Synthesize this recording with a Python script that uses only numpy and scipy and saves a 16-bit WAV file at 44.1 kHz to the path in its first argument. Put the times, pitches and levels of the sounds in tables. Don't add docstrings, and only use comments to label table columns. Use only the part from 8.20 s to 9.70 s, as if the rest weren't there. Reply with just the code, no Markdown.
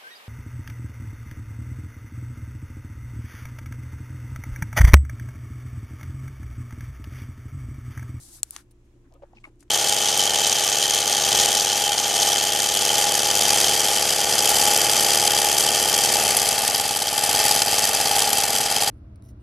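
import sys
import numpy as np
from scipy import signal
from scipy.fft import rfft, irfft
from scipy.io import wavfile

SR = 44100
rng = np.random.default_rng(int(sys.argv[2]) if len(sys.argv) > 2 else 0)


def log_audio(samples):
    frames = np.atleast_2d(samples).T
    limited = np.clip(frames, -1, 1)
    pcm = np.round(limited * 32767).astype(np.int16)
    wavfile.write(sys.argv[1], SR, pcm)


def volts(x):
    e = np.asarray(x, float) / 20
    return 10 ** e


N = 66150

# freq_hz, density_db
RUMBLE_SPECTRUM = [(12, -38.5), (20, 6), (65, 1.5), (86, -16), (123, -16), (261, -16.5), (351, -12),
                   (387, -21.5), (1000, -37.5), (1300, -72.5), (2200, -120)]
# freq_hz, density_db
HISS_SPECTRUM = [(590, -29), (1000, -2), (1580, -7.5), (1740, -6.5), (2590, -8), (4590, -15), (6770, -11.5),
                 (15000, -26.5), (16500, -31)]
# freq_hz, likeness_0_to_1
PORT_LIKENESS = [(30, .99), (120, .8), (300, 0.9), (800, .7), (2000, 0), (8000, .2)]
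# pitch_hz, level_db
MACHINE_TONES = [(26.9, -61), (59.2, -63), (118.4, -64.5), (290.7, -75), (349.9, -70)]
# start_s, length_s, level_db, pitch_hz, width_hz
CREAKS = [(.860, 0.028, -60, 269.6, 50.2), (0.914, 0.02, -64.5, 630, 69.8), (.945, 0.027, -60, 544, 69.5),
          (0.947, 0.027, -67, 1237, 80), (0.996, 0.01, -64, 671, 120), (1.020, 0.015, -48, 550, 110),
          (1.033, .006, -41, 575, 70), (1.032, .012, -54.5, 809, 160), (1.130, .008, -52, 750, 130),
          (1.146, 0.031, -58.5, 228, 39.8), (1.168, .012, -53.5, 2550, 280), (1.181, .007, -53, 2500, 260),
          (1.17, 0.015, -65, 844, 99), (1.240, .008, -41, 2200, 170), (1.238, 0.0087, -53, 1116, 161),
          (1.250, .007, -44, 2196, 200), (1.247, 0.018, -55.5, 1183, 121), (1.269, 0.0167, -52, 324.3, 91),
          (1.269, 0.016, -58, 830, 240), (1.296, 0.019, -57.5, 301, 69.5), (1.394, 0.03, -60, 292, 35),
          (.73, 0.052, -60.5, 355, 29.8), (1.240, 0.0047, -52, 2760, 300), (1.42, .03, -62, 312, 35),
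          (1.445, .03, -65, 335, 35)]
# start_s, length_s, level_db, centre_hz, width_octaves
RUBS = [(0.51, 0.017, -63.5, 9500, 0.34), (.507, 0.019, -66, 5000, 3.0), (.640, .04, -80, 6700, 1.5),
        (0.84, .06, -71, 1100, 1.6), (.938, .01, -70, 8000, 1.6), (0.904, 0.11, -64.5, 670, 1.21),
        (1.018, 0.071, -67, 970, 1.6), (1.146, 0.067, -68, 3500, 1.6), (1.236, 0.038, -65, 5300, 1.9),
        (1.255, 0.036, -56, 600, 1.7), (1.404, .011, -58, 7300, 1.0), (1.426, .013, -60.5, 7500, 1.0),
        (1.392, .056, -67, 7000, 1.4), (1.479, 0.008, -72, 1800, 2.9), (1.075, 0.36, -69, 710, 1.6),
        (1.236, 0.025, -66, 1100, 1.06), (1.261, 0.041, -70.5, 6200, 1.5), (1.198, .035, -71, 4500, 1.8),
        (1.424, .022, -68, 1200, 1.58), (1.021, 0.03, -77, 5400, 0.8), (1.02, .03, -68, 2300, 1.3),
        (.935, .045, -73, 2500, 1.1), (1.258, .03, -65, 2300, .6), (1.286, .016, -70, 2300, .6),
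        (1.284, .016, -65, 800, 1.6), (1.398, .045, -69, 3200, 1.6), (.325, .035, -63, 1000, 1.2)]
# start_s, peak_db, ring_hz, ring_width_hz, crack_db
SNAPS = [(.23153, -6.5, 8000, 2800, -18), (.23178, -11, 8000, 5000, -14), (.23225, -8, 8000, 3400, -18),
         (.23150, -36, 900, 500, -20), (.23156, -14, 11000, 3200, -30), (.2324, -27, 4100, 1100, -30),
         (.30822, -16.5, 10300, 3800, -40), (.36330, -26, 3400, 2400, -2), (.3633, -36, 1250, 350, -10),
         (.3634, -35, 1800, 500, -10), (.9243, -52, 5600, 4000, -1), (.9390, -50, 8500, 5000, -1),
         (1.4073, -40, 9000, 3000, -20), (1.4275, -44, 1600, 2200, -6), (1.3578, -60, 8800, 4000, -6),
         (1.1310, -62, 6000, 3000, -6), (.5142, -54, 9000, 2000, -6), (.678, -64, 2500, 2000, -3)]
# start_s, peak_db, ring_hz, ring_width_hz, crack_db
SNAPS_LEFT = [
    (.30758, -29, 12800, 3200, -40),
    (.36345, -34, 9500, 4000, -20),
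    (.36428, -25, 6000, 3500, -12),
    (.36475, -31, 6000, 3000, -12),
    (.3655, -35, 10500, 2500, -20),
]
# start_s, peak_db, ring_hz, ring_width_hz, crack_db
SNAPS_RIGHT = [
    (.3089, -31, 9000, 2000, -40),
    (.3096, -37, 8000, 2500, -40),
    (.36352, -33, 7500, 4000, -10),
    (.3641, -35, 9500, 2500, -20),
    (.3648, -31, 7000, 3000, -10),
]
# time_s, hiss_db, drag_db (drag relative to hiss level)
SLIDE_COURSE = [(0, -50, -26), (.05, -49.5, -26.5), (.095, -52.5, -16.5), (.15, -46.5, -30),
                (.185, -52, -11), (.205, -60, -14), (.214, -74, -6), (.230, -74, -6), (.234, -59, -12),
                (.262, -62.5, -6), (.298, -62, -8), (.311, -56, -16), (.335, -51, -10), (.358, -52, -3),
                (.385, -55, 0), (0.412, -63, 2), (0.435, -76, -3), (0.469, -92.5, -8)]
# freq_hz, density_db
FILM_SPECTRUM = [(350, -44.5), (600, -17.5), (717, -9.5), (1160, -18), (2800, -18.5), (3830, -9),
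                 (9240, -1), (12000, -6.5), (16000, -27)]
# freq_hz, density_db
DRAG_SPECTRUM = [(290, -50), (500, -12), (1360, 1.5), (2690, -6.5), (5310, -7), (11000, -18.5),
                 (16000, -35)]


def at_hz(points, hz):
    p = np.array(points)
    return np.interp(np.log(hz + 1e-9), np.log(p[:, 0]), p[:, 1], left=-90, right=-90)


def drift(rate_hz):
    r = np.exp(-80 * np.pi * rate_hz / SR)
    chance = rng.standard_normal(N // 40 + 2002)
    slow = signal.lfilter([1], [1, -2 * r, r * r], chance)[2000:]
    return np.interp(np.arange(N) / 40, np.arange(len(slow)), slow / slow.std())


def bandpass(x, order, low_hz, high_hz):
    return signal.sosfilt(signal.butter(order, [low_hz, high_hz], "band", fs=SR, output="sos"), x)


def lowpass(x, top_hz):
    return signal.sosfilt(signal.butter(2, top_hz, fs=SR, output="sos"), x)


def coloured(source, spectrum, alike=None):
    hz = np.arange(N // 2 + 1) * SR / N
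    if alike is None:
        alike = np.interp(hz, *np.transpose(PORT_LIKENESS))
    alike = np.clip(alike, 0, 1)
    mid, side = rfft(source) * volts(at_hz(spectrum, hz))
    signs = np.array([[1], [-1]])
    out = irfft(np.sqrt(1 + alike) * mid + np.sqrt(1 - alike) * side * signs, N)
    return out / out.std()


def ports(x, pan_db, lag_s):
    shadow_hz = 1500
    hz = np.arange(N // 2 + 1) * SR / N
    pan = volts(pan_db / 2 * hz ** 2 / (hz ** 2 + shadow_hz ** 2))
    delay = np.exp(-2j * np.pi * hz * lag_s)
    return irfft(rfft(x) * np.array([pan, delay / pan]), N)


def room():
    rumble = coloured(rng.standard_normal((2, N)), RUMBLE_SPECTRUM)
    rumble = signal.sosfilt(signal.butter(2, 130, "high", fs=SR, output="sos"), rumble)
    deep = coloured(rng.standard_normal((2, N)), [(18, -8), (45, -6.5), (90, -1.5), (140, -15)])
    hiss = coloured(rng.standard_normal((2, N)), HISS_SPECTRUM) * volts(.8 * drift(3.6))
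    return volts(-63.5) * rumble / rumble.std() + volts(-69.5) * deep + volts(-75) * hiss


def machine_hum():
    wobble_db, wander_rad = 3, .5
    t = np.arange(N) / SR
    out = np.zeros(N)
    for hz, db in MACHINE_TONES:
        level = np.sqrt(2) * volts(db + wobble_db * drift(9.7))
        out += level * np.sin(2 * np.pi * hz * t + wander_rad * drift(3.0))
    return out


def creaks():
    roughness = .5
    size = 8192
    out, t = np.zeros(N + size), np.arange(size) / SR
    for s, length, db, hz, width_hz in CREAKS:
        slips = rng.standard_normal(size)
        r, w = np.exp(-np.pi * width_hz / SR), 2 * np.pi * hz / SR
        push = np.sin(np.pi * np.clip(t / length, 0, 1) ** 0.51)
        core = np.sin(2 * np.pi * hz * t + slips[0])
        drive = core + roughness * slips / np.sqrt(np.pi * width_hz / SR)
        ring = signal.lfilter([1, 0, -1], [1, -2 * r * np.cos(w), r * r], push * drive)
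        ring = lowpass(ring, 1.8 * hz)
        rms = np.sqrt(np.sum(ring ** 2) / (length * SR))
        i = int(s * SR)
        out[i:i + size] += volts(db) * ring / rms
    return ports(lowpass(out, 3600)[:N], pan_db=5, lag_s=.00017)


def finger_rubs():
    size = 4096
    out, t = np.zeros((2, N + size)), np.arange(size) / SR
    for s, length, db, hz, octaves in RUBS:
        grain_db = 3.0 * np.minimum(rng.exponential(1, size), 4)
        noise = rng.standard_normal((3, size)) * volts(grain_db)
        pair = noise[0] + 1.07 * noise[1:]
        half = 2 ** (octaves / 2)
        puff = bandpass(pair, 3, hz / half, min(hz * half, .45 * SR))
        shape = np.sin(np.pi * np.clip(t / length, 0, 1) ** 0.52)
        i = int(s * SR)
        out[:, i:i + size] += volts(db) * shape * puff / puff.std()
    return out[:, :N] * volts([[1.5], [-1.5]])


def film_snaps(table, pan_db):
    tail_db, tail_t60_s = -21, 0.018
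    size = 2048
    clicks, tails, t = np.zeros(N), np.zeros((2, N)), np.arange(size) / SR
    crack = bandpass(-1. * (t == 0), 2, 710, 12500)
    crack = crack / np.abs(crack).max()
    for s, db, hz, width_hz, crack_db in table:
        rise = np.pi * width_hz * t
        ring = -np.e * rise * np.exp(-rise) * np.sin(2 * np.pi * hz * t)
        i = int(s * SR)
        clicks[i:i + size] += volts(db) * (ring + volts(crack_db) * crack)
        rustle = bandpass(rng.standard_normal((2, size)), 1, hz / 1.6, min(hz * 1.25, .45 * SR))
        tails[:, i:i + size] += volts(db + tail_db - 60 * t / tail_t60_s) * rustle
    return ports(clicks, pan_db, lag_s=.000027) + tails


def card_slide():
    grains_per_s, grain_db, pan_db = 20000, 2.0, 3
    s, hiss_db, drag_db = np.transpose(SLIDE_COURSE)
    t = np.arange(N) / SR
    level = volts(np.interp(t, s, hiss_db, right=-120))
    strength = volts(grain_db * np.minimum(rng.exponential(1, (2, N)), 2))
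    slipping = rng.random((2, N)) < grains_per_s / SR
    grains = rng.standard_normal((2, N)) * strength * slipping
    film = coloured(grains, FILM_SPECTRUM, alike=.1) * volts(1.1 * drift(40.0))
    drag = coloured(rng.standard_normal((2, N)), DRAG_SPECTRUM, alike=.4)
    drag = drag * volts(np.interp(t, s, drag_db))
    return level * (film + drag) * volts([[pan_db / 2], [-pan_db / 2]])


def scene():
    handling = creaks() + finger_rubs()
    snaps = film_snaps(SNAPS, 6) + film_snaps(SNAPS_LEFT, 14) + film_snaps(SNAPS_RIGHT, -14)
    return room() + machine_hum() + handling + snaps + card_slide()


def roll_off(x):
    return signal.sosfilt(signal.butter(12, 16800, fs=SR, output="sos"), x)


def record(dry):
    x = signal.sosfilt(signal.cheby2(12, 70, 17250, fs=SR, output="sos"), dry)
    return roll_off(x)


dry = scene()
out = record(dry)
log_audio(out)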